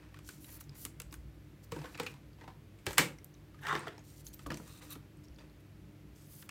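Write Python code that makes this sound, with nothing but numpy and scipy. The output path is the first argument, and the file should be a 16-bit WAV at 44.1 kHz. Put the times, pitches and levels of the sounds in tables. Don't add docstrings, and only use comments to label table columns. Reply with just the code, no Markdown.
import sys
import numpy as np
from scipy import signal
from scipy.fft import rfft, irfft, next_fast_len
from scipy.io import wavfile
from scipy.ndimage import map_coordinates

SR = 44100
rng = np.random.default_rng(int(sys.argv[2]) if len(sys.argv) > 2 else 0)


def gain_from_db(level_db):
    decades = np.asarray(level_db, float) / 20
    return 10 ** decades


def dump(signal):
    limited = np.clip(np.atleast_2d(signal).T, -1, 1)
    pcm = np.round(limited * 32767).astype(np.int16)
    wavfile.write(sys.argv[1], SR, pcm)


N = 286650

# start_s, peak_db, top_end_db, ring_hz
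CARD_TICKS = [(.1428, -37.5, -20.5, 1090), (.163, -45, -13, 1530), (.1705, -42, -24, 1460),
              (.1893, -39.5, -10.5, 1130), (.2897, -29.5, -10, 1536), (.444, -38.5, -9, 3930),
              (.4914, -40, -14, 1820), (.6087, -36.5, -7, 1140), (.7528, -42, -13, 2140),
              (.8514, -28, 0, 2170), (.861, -37.5, -21.5, 1175), (1.0007, -29.5, -3.5, 2610),
              (1.0184, -38, -0.5, 2800), (1.1262, -34, -9.5, 1100), (1.1408, -35.5, -3.5, 1510),
              (4.3923, -36, -14, 1345), (4.5428, -34.5, -11, 4700), (4.572, -35.5, -5, 5770),
              (4.6778, -42, -2.5, 1180), (4.8163, -40.5, -15, 2650), (4.912, -39.5, -12, 3940),
              (4.925, -38, -20, 3886), (4.9541, -38, -32, 1293), (5.3857, -42, -20.5, 3500),
              (5.392, -45, -23, 4800), (6.4245, -36, -15, 1520), (6.4914, -29.5, -12.5, 2600)]
# start_s, peak_db, top_end_db, ring_hz
STACK_TICKS = [(1.7199, -29, -13, 1098), (1.7615, -39, -15, 1510), (1.8153, -40.5, -37, 903),
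               (1.8425, -37, -33, 1086), (1.8554, -41.5, -31, 1516), (1.9455, -39.5, -25, 2480),
               (1.9755, -37.5, -10, 2500), (1.9984, -24, -15, 940), (2.0325, -35, -8, 2080),
               (2.0641, -29, -33, 2550), (2.139, -43.5, -11, 920), (2.1626, -59, -39, 905),
               (2.385, -52.5, -24, 1000), (2.4098, -47, -37, 1900), (2.438, -47, -43, 900),
               (2.4771, -41, -51, 935), (2.5008, -49.5, -34, 1030), (2.7871, -50.5, -7, 2170)]
# start_s, peak_db, top_end_db, ring_hz
PRISE_TICKS = [(2.866, -18.5, -15.5, 1617), (2.9074, -30, -13, 882), (2.931, -32.5, -3, 1280),
               (2.974, -27, -24, 1900), (2.9816, -7, -10, 2237), (2.992, -15, -29.5, 2315),
               (3.1847, -44.5, -18, 2190), (3.2443, -58, 15.5, 2180), (3.544, -45.5, -22.5, 1174),
               (3.5895, -46, -18.5, 1695), (3.6298, -45, -25, 2850), (3.6343, -43, -10, 1840),
               (3.6676, -25.5, -26, 1305), (3.6862, -28.5, -39, 1306), (3.7085, -35, -35, 1160),
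               (3.7275, -29.5, -20, 1270), (3.7518, -25, -26, 1804), (3.87, -35.5, -49, 1150),
               (3.8762, -39, -35, 1938), (3.8824, -40, -33, 1920), (3.9796, -40.5, -17, 924),
               (4.4617, -34.5, -45, 1277), (4.5036, -26, -24, 1736), (4.5132, -32.5, -27, 1158),
               (4.5196, -31, -20, 1346), (4.5295, -41, -28, 3034), (4.599, -45.5, -35, 1290)]
# freq_hz, gain_db
TICK_BODY = [(300, -27), (800, -1.5), (1300, 3), (2300, 4), (5000, -3), (8000, -16.5)]
# freq_hz, gain_db
TICK_TOP = [(2500, -36.5), (6000, -4.5), (8000, 2), (10500, -4.5), (14000, -4.5), (16000, -12)]
# start_s, peak_db, board_tone_hz
THUDS = [(0.29, -51, 384), (0.851, -46.5, 268), (1.004, -49, 490), (1.128, -48.5, 300), (1.722, -33.5, 475),
         (1.764, -34, 320), (1.784, -47, 295), (1.813, -44, 480), (1.841, -39, 490), (1.999, -28.5, 483),
         (2.031, -40, 486), (2.415, -46.5, 313), (2.478, -49, 307), (2.868, -28.5, 520.5),
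         (2.885, -38.5, 496), (2.87, -38.5, 390), (2.987, -28, 493), (2.991, -29.5, 320),
         (2.998, -37.5, 139), (2.872, -38.5, 94), (3.729, -32.5, 344), (3.753, -32, 340),
         (3.872, -34.5, 650), (4.464, -35.5, 296), (4.502, -37, 265), (4.516, -33.5, 307),
         (4.535, -42, 222), (4.598, -45, 176), (4.472, -39, 121), (4.955, -42.5, 270), (5.305, -44.5, 42),
         (5.385, -52.5, 292), (5.438, -50.5, 370)]
# freq_hz, width_hz, gain_db
DESK_MODES = [(96.2, 37, -2.5), (152.3, 28.3, 4.5), (311.7, 53, 0.5), (380, 64, -1), (472, 91, -1),
              (940, 200, -8)]
# start_s, stop_s, start_db, stop_db
SWEEPS = [(0.401, 0.582, -59.5, -53.5), (0.596, 0.622, -55, -51.5), (0.743, 0.854, -60.5, -49),
          (0.85, 0.88, -49, -65), (1.114, 1.165, -60, -63), (3.608, 3.813, -66.5, -68),
          (4.241, 4.296, -61, -53), (4.896, 4.94, -62.5, -41.5), (5.594, 5.617, -74, -71.5),
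          (6.26, 6.345, -68.5, -56.5), (6.332, 6.435, -58.5, -56.5), (6.428, 6.472, -70, -64)]
# start_s, stop_s, start_db, stop_db
RUBS = [(0.217, 0.291, -80, -50.5), (0.287, 0.408, -56, -68.5), (1.624, 1.655, -70, -58),
        (1.709, 1.948, -65, -66), (1.924, 2.127, -81.5, -61), (2.858, 2.862, -33, -39),
        (2.874, 2.932, -54.5, -53), (4.036, 4.158, -64, -64), (4.153, 4.224, -63, -61),
        (4.326, 4.349, -57.5, -46.5), (4.357, 4.447, -76, -60.5), (4.462, 4.476, -50.5, -44.5),
        (4.52, 4.668, -65.5, -63.5), (4.661, 4.806, -60.5, -62.5), (4.815, 4.92, -58, -66),
        (4.935, 4.968, -59, -65), (5.23, 5.251, -74, -60), (6.148, 6.27, -67, -67)]
# freq_hz, density_db_per_hz
STROKE_DULL = [(1500, -18), (3000, -4), (5000, 1), (7000, 2.5), (9000, 1.5), (12000, -24), (16000, -27)]
# freq_hz, density_db_per_hz
STROKE_BRIGHT = [(7000, -41), (10000, -4.5), (12500, -5.5), (14000, -2), (16000, -11)]
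# start_s, strongest_s, stop_s, level_db
RUSTLES = [(0, 0, 0.26, -64), (0.474, 0.602, 0.58, -67), (.72, 0.737, 0.91, -66.5),
           (1.715, 1.786, 2.13, -59), (1.84, 1.85, 1.93, -60), (1.945, 1.964, 1.96, -55.5),
           (1.988, 2.017, 2.11, -53.5), (2.062, 2.09, 2.33, -64.5), (2.395, 2.441, 2.5, -63.5),
           (2.86, 2.97, 3, -75), (3.764, 3.775, 4.01, -49.5), (4.38, 4.513, 4.1, -73.5),
           (4.614, 4.72, 4.7, -65.5), (4.745, 4.79, 4.84, -68.5), (4.809, 4.836, 5.1, -61),
           (5.385, 5.403, 5.54, -63.5)]
# freq_hz, density_db_per_hz
FILM = [(290, -32), (500, 7), (588, 0), (1190, -0.5), (2170, -9), (2620, -7), (3360, -7), (3960, -7),
        (10000, -20), (13000, -47.5), (22000, -120)]
# freq_hz, width_hz, gain_db
HOLDER_MODES = [(970, 82, -4.5), (1900, 500, 9.5), (2600, 130, 4), (3700, 110, -5.5), (4960, 400, -18.5)]
# time_s, level_db, gap_resonance_hz
SCRAPE = [(3.61, -61.5, 1850), (3.63, -47, 1780), (3.65, -41, 1690), (3.667, -36.5, 1630),
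          (3.683, -35.5, 1500), (3.69, -35.5, 1300), (3.73, -33, 1076), (3.745, -37, 1100),
          (3.758, -34, 1160), (3.785, -50, 1160), (3.82, -54, 1150), (3.86, -56, 1120),
          (3.875, -45.5, 1320), (3.95, -75, 1710)]
# freq_hz, density_db_per_hz
DRAG = [(240, -47), (400, -7), (655, -13), (879, -1), (1310, -15), (2360, -13), (3530, -21), (3990, -31.5),
        (8110, -23), (16000, -83)]
# freq_hz, width_hz, gain_db
RAIL_MODES = [(900, 90, 5), (1950, 340, 11), (2850, 51, 0), (3670, 200, 4.5), (4480, 300, -10.5),
              (6180, 300, -13)]
# time_s, level_db
GLIDE = [(4.655, -72), (4.7, -63), (4.725, -66.5), (4.79, -61.5), (4.803, -77), (4.82, -61), (4.87, -76),
         (4.9, -65), (4.928, -54), (4.945, -64), (4.97, -74)]
# freq_hz, width_hz, gain_db
SLEEVE_MODES = [(1196, 124.5, 2), (2670, 140, -0.5), (3800, 220, 2), (4270, 200, -3), (6000, 150, -13),
                (8700, 300, -5.5)]
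# start_s,
# peak_db, pitch_hz
PRICKS = [(0.247, -57, 6070), (0.2644, -59, 6060), (.6075, -46, 13700), (.6397, -57, 6670),
          (.8515, -40, 9600), (1.019, -48, 7800), (0.6938, -48, 4630), (1.111, -57, 5230),
          (1.6439, -56.5, 14830), (2.332, -62, 4270), (2.9811, -35, 8040), (2.9822, -27.5, 15000),
          (2.9826, -23.5, 11450), (3.186, -53, 5597), (3.2445, -46, 14440), (3.2445, -47, 11470),
          (3.186, -63, 8500), (2.066, -46, 6430), (1.793, -55, 5200), (3.3414, -56.5, 5700),
          (3.35, -61.5, 3900), (3.762, -44, 5250), (3.98, -53, 5400), (3.7931, -43.5, 8540),
          (3.881, -38.5, 3370), (3.9927, -55.5, 6500), (4.2671, -39, 6630), (4.274, -48.5, 4130),
          (4.3432, -43.5, 13500), (4.5427, -42, 6000), (4.52, -43.5, 5480), (4.9055, -41, 12700),
          (5.171, -62.5, 8100), (5.2467, -61.5, 5500), (5.254, -60, 5470), (5.2836, -57, 5700),
          (5.3453, -63.5, 6600), (5.361, -59, 4710), (5.4976, -62, 4580), (6.16, -61, 6340),
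          (6.352, -52.5, 8900)]
# time_s, gain_db
REACH = [(0, -7), (1.4, -12.5), (1.7, -5.5), (2.7, -1), (2.9, -2), (3.1, 5), (3.2, -11.5), (3.55, -1.5),
         (4.6, -5.5), (5.2, -11)]
# freq_hz, t60_s
WALLS = [(150, .33), (600, .3), (2000, .25), (5000, .22), (9000, .23), (14000, .22)]
# freq_hz, density_db_per_hz
AIR = [(30, -30), (45, -20.5), (70, -9), (151, -9.5), (269, -16), (303, -9.5), (375, -17.5), (484, -22.5),
       (600, -23.5), (900, -36.5), (1170, -70), (1980, -120)]
# freq_hz, density_db_per_hz
HISS = [(500, -31.5), (800, -1), (1400, -2), (2200, -2.5), (4000, -9), (7000, -14), (10000, -17),
        (11500, -13.5), (16000, -17.5)]
# freq_hz, level_db_rms
HUM = [(100.6, -61.5), (300, -66.5), (199.4, -72.5)]
# centre_s, length_s, extra_deep_db, extra_desk_db
LEANS = [
    (0.713, 0.031, 0, 9.5),
    (1.177, 0.22, 11.5, 2),
    (1.8, 0.04, 4, 18),
    (2.616, 0.036, 1, 5),
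    (2.903, 0.026, 12, 3),
    (3.022, 0.073, -8, 9),
    (3.774, 0.13, 0, 14.5),
    (4.514, 0.082, 8, 10),
    (4.983, 0.034, 6.5, 7.5),
    (5.325, 0.036, 10.5, -0.5),
]


def unit(x):
    return x / np.sqrt(np.mean(x ** 2) + 1e-20)


def along(points, hz):
    f, v = np.transpose(points)
    return np.interp(np.log(hz + 1), np.log(f + 1), v)


def curves(rows):
    s, *cols = np.transpose(rows)
    return [np.interp(np.arange(N) / SR, s, c) for c in cols]


def gated(spans):
    gain = np.zeros(N)
    for span in spans:
        before, after = (span[0][0] - .01, -100), (span[-1][0] + .02, -100)
        s, db = np.transpose([before, *span, after])
        k = np.arange(max(round(s[0] * SR), 0), min(round(s[-1] * SR), N))
        gain[k] += gain_from_db(np.interp(k / SR, s, db))
    return gain


def wobble(rate_hz):
    knots = rng.standard_normal(int(N * rate_hz / SR) + 4)
    return map_coordinates(knots, [np.arange(N) * rate_hz / SR])


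def filtered(x, response):
    m = next_fast_len(N + SR // 2)
    return irfft(rfft(x, m) * response(np.fft.rfftfreq(m, 1 / SR)), m)[..., :N]


def causal(x, points):
    cepstrum = irfft(np.log(gain_from_db(along(points, np.fft.rfftfreq(2048, 1 / SR))) + 1e-6))
    cepstrum[1:1024] *= 2
    cepstrum[1025:] = 0
    return signal.fftconvolve(x, irfft(np.exp(rfft(cepstrum))))[:N]


def resonance(hz, width_hz):
    return lambda f: 1j * f * width_hz / (hz * hz - f * f + 1j * f * width_hz)


def modes(table):
    return lambda f: sum((-1) ** k * gain_from_db(db) * resonance(hz, width_hz)(f)
                         for k, (hz, width_hz, db) in enumerate(table))


def friction(spectrum, grit_db, grit_rate_hz):
    grit = gain_from_db(grit_db * wobble(grit_rate_hz)) * rng.standard_normal(N)
    return unit(filtered(grit, lambda hz: gain_from_db(along(spectrum, hz))))


def bounced(x):
    delay_s, sway_s, bounce_db = 0.000675, 0.00005, -14.5
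    late = np.arange(N) - SR * (delay_s + sway_s * wobble(2.4))
    return (x + gain_from_db(bounce_db) * map_coordinates(x, [late])) / np.sqrt(1 + gain_from_db(2 * bounce_db))


def ticks():
    near, blows, ring = np.zeros((2, N + SR)), np.zeros((2, N + SR)), np.zeros(N + SR)
    t = np.arange(SR // 10) / SR
    strain_s, strain_db = 0.0028, -22
    # t60_s, ring_db, ring_db lost per dB of blow
    groups = [(CARD_TICKS, (0.014, -11, 0.24)), (STACK_TICKS, (0.022, -7, 0.24)), (PRISE_TICKS, (0.012, -5, 0.22))]
    for s, db, top_db, hz, t60_s, ring_db, lost in [(*row, *rings) for rows, rings in groups for row in rows]:
        k = round(s * SR)
        over_db = db + 35
        hard_db = db + max(top_db, 0)
        life_s = max(t60_s * (1 + 0.017 * over_db), .003)
        ring_db = ring_db - lost * over_db - 0.22 * (top_db + 16)
        rise = 1 - np.exp(-t / (0.0019 * gain_from_db(-.3 * (hard_db + 44.5))))
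        size = gain_from_db([[db], [db + top_db + 10]])

        fall = gain_from_db(-60 * t / [[life_s], [min(0.94 * life_s, .008)]])
        near[:, k:k + len(t)] += size * rise * fall * rng.standard_normal((2, len(t)))

        creak = size * gain_from_db(strain_db + 0.38 * (db + 15)) * [[1], [.4]]
        growth = np.exp(-t[::-1] / strain_s)
        near[:, k - len(t):k] += creak * growth * rng.standard_normal((2, len(t)))

        near[:, k + 3] += size[:, 0] * gain_from_db(0.33 * hard_db + 9.5) * [1, 2.2]
        blows[:, k] += size[:, 0] * gain_from_db([0, -4]) * np.sqrt(life_s * SR / 30)

        phase = 2 * np.pi * hz * t + np.cumsum(0.14 * rng.standard_normal(len(t)))
        ring[k:k + len(t)] += gain_from_db(db + ring_db - 60 * t / (2.62 * life_s)) * rise * np.sin(phase)

    def colour(x):
        return causal(x[0], TICK_BODY) - causal(x[1], TICK_TOP)

    return bounced(colour(near)) + ring[:N], colour(blows) + 0.6 * ring[:N]


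def thuds():
    board, push, t = np.zeros(N + SR), np.zeros(N + SR), np.arange(SR // 4) / SR
    for s, db, hz in THUDS:
        k = round(s * SR)
        life_s = min(20.4 / hz, .12)
        tone = np.sin(2 * np.pi * hz * t) * (1 - np.exp(-t / 0.0019))
        board[k:k + len(t)] += gain_from_db(db + 1 - 60 * t / life_s) * tone
        shove = gain_from_db(db + 15.5 - 60 * t / (0.51 * life_s)) * min(hz / 200, 1) ** 2
        push[k:k + len(t)] += shove * rng.standard_normal(len(t))
    return board[:N] + filtered(push[:N], modes(DESK_MODES))


def strokes():
    dull, bright = np.zeros(N), np.zeros(N)
    sweep_bright_db, rub_bright_db = 4, 0
    rows = [(*row, sweep_bright_db) for row in SWEEPS] + [(*row, rub_bright_db) for row in RUBS]
    for start_s, stop_s, start_db, stop_db, bright_db in rows:
        first = round(start_s * SR)
        k = np.arange(first, max(round(stop_s * SR), first + 1))
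        t = k / SR
        contact = np.clip(np.minimum((t - start_s) / 0.0091, (stop_s - t) / 0.01), 0, 1)
        level = contact * gain_from_db(np.interp(t, [start_s, stop_s], [start_db, stop_db]))
        dull[k] += level * gain_from_db(-bright_db - 3.5)
        bright[k] += level * gain_from_db(bright_db - 5.5)
    skin = dull * friction(STROKE_DULL, grit_db=2, grit_rate_hz=500)
    skin += bright * friction(STROKE_BRIGHT, grit_db=1.6, grit_rate_hz=700)
    return gain_from_db(.8 * wobble(45)) * bounced(skin)


def rustles():
    creep_db, settle_db = 0.5, 20.5
    film = friction(FILM, grit_db=4.2, grit_rate_hz=750)
    film = unit(film + 1.28 * filtered(film, modes(HOLDER_MODES)))
    spans = [[(start_s, db - creep_db), (peak_s, db), (stop_s, db - settle_db)]
             for start_s, peak_s, stop_s, db in RUSTLES]
    return gated(spans) * gain_from_db(0.93 * wobble(55)) * film


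def scrape():
    level = gated([[row[:2] for row in SCRAPE]])
    gap_hz = curves(SCRAPE)[1]
    rough = friction(DRAG, grit_db=-5.5, grit_rate_hz=530)
    grit = friction([(100, 0)], grit_db=4.0, grit_rate_hz=450)
    gap = np.zeros(N)
    for hz in 1000 * 1.12 ** np.arange(7):
        share = np.exp(-(np.log(gap_hz / hz) / 0.13) ** 2)
        gap += share * unit(filtered(grit, resonance(hz, 110)))
    body = unit(filtered(grit, modes(RAIL_MODES)))
    return level * gain_from_db(-2 + 0.48 * wobble(77)) * (0.42 * rough + 0.66 * gap + 0.48 * body)


def glide():
    grit = friction([(100, 0)], grit_db=2.5, grit_rate_hz=600)
    return gated([GLIDE]) * gain_from_db(1.5 * wobble(55)) * unit(filtered(grit, modes(SLEEVE_MODES)))


def pricks():
    out, t, t60_s = np.zeros(N + SR), np.arange(SR // 25) / SR, 0.014
    for s, db, hz in PRICKS:
        k = round(s * SR)
        drift = np.cumsum(0.26 * rng.standard_normal(len(t)))
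        fall = gain_from_db(db + 3.5 - 60 * t / t60_s) * (1 - np.exp(-t / 0.00012))
        out[k:k + len(t)] += fall * np.sin(2 * np.pi * hz * t + drift)
    return out[:N]


def room(x):
    out, step, delay = np.zeros(N + SR), int(.3 * SR), 90
    for k in range(0, N, step):
        hz, t, z = signal.stft(rng.standard_normal(SR // 2), SR, nperseg=256)
        decay = gain_from_db(-60 * t / along(WALLS, hz)[:, None])
        tail = signal.istft(z * decay, SR, nperseg=256)[1]
        wet = signal.fftconvolve(x[k:k + step], tail / np.linalg.norm(tail))
        out[k + delay:k + delay + len(wet)] += wet
    return out[:N]


def background():
    t = np.arange(N) / SR
    air_db, hiss_db = -62, -69.5
    deep_db, desk_db = np.full(N, -60.5), np.full(N, -62.5)
    for s, length_s, extra_deep_db, extra_desk_db in LEANS:
        lean = np.exp(-((t - s) / length_s) ** 2)
        deep_db += lean * extra_deep_db
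        desk_db += lean * extra_desk_db
    air = gain_from_db(air_db + 2.5 + .2 * wobble(3)) * friction(AIR, grit_db=0, grit_rate_hz=30)
    air += gain_from_db(hiss_db) * friction(HISS, grit_db=0, grit_rate_hz=30)
    hum = np.zeros(N)
    for hz, db in HUM:
        level = np.sqrt(2) * gain_from_db(db + 3 * wobble(7.5))
        hum += level * np.sin(2 * np.pi * hz * t + 0.6 * wobble(8.5))
    deep = unit(filtered(rng.standard_normal(N), lambda f: resonance(57, 20)(f) ** 2))
    deep = unit(deep + 1.1 * np.sin(2 * np.pi * 59.5 * t + 1.5 * wobble(3.9)))
    desk = unit(filtered(rng.standard_normal(N), lambda f: resonance(144, 16)(f) ** 2))
    return air + hum + gain_from_db(deep_db) * deep + gain_from_db(desk_db + 1.0) * desk


def scene():
    near, blows = ticks()
    bumps = thuds()
    rubs = strokes() + rustles() + scrape() + glide()
    small = pricks()
    knocks = gain_from_db(-1.5) * blows + gain_from_db(-6) * small + bumps
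    wet = room(gain_from_db(curves(REACH)[0]) * knocks + gain_from_db(-10.5) * rubs)
    return (near + small + bumps + rubs + wet + background())[None]


def low_pass(x):
    return signal.sosfilt(signal.butter(12, 16970, fs=SR, output="sos"), x)


def record(dry):
    low_hz, top_hz, ceiling = 26, 15850, .45
    held = dry / (1 + np.abs(dry / ceiling) ** 4) ** .25
    mix = filtered(held, lambda f: (1j * f / (low_hz + 1j * f)) ** 2 * (f < top_hz))
    return low_pass(mix)


dry = scene()
out = record(dry)
dump(out)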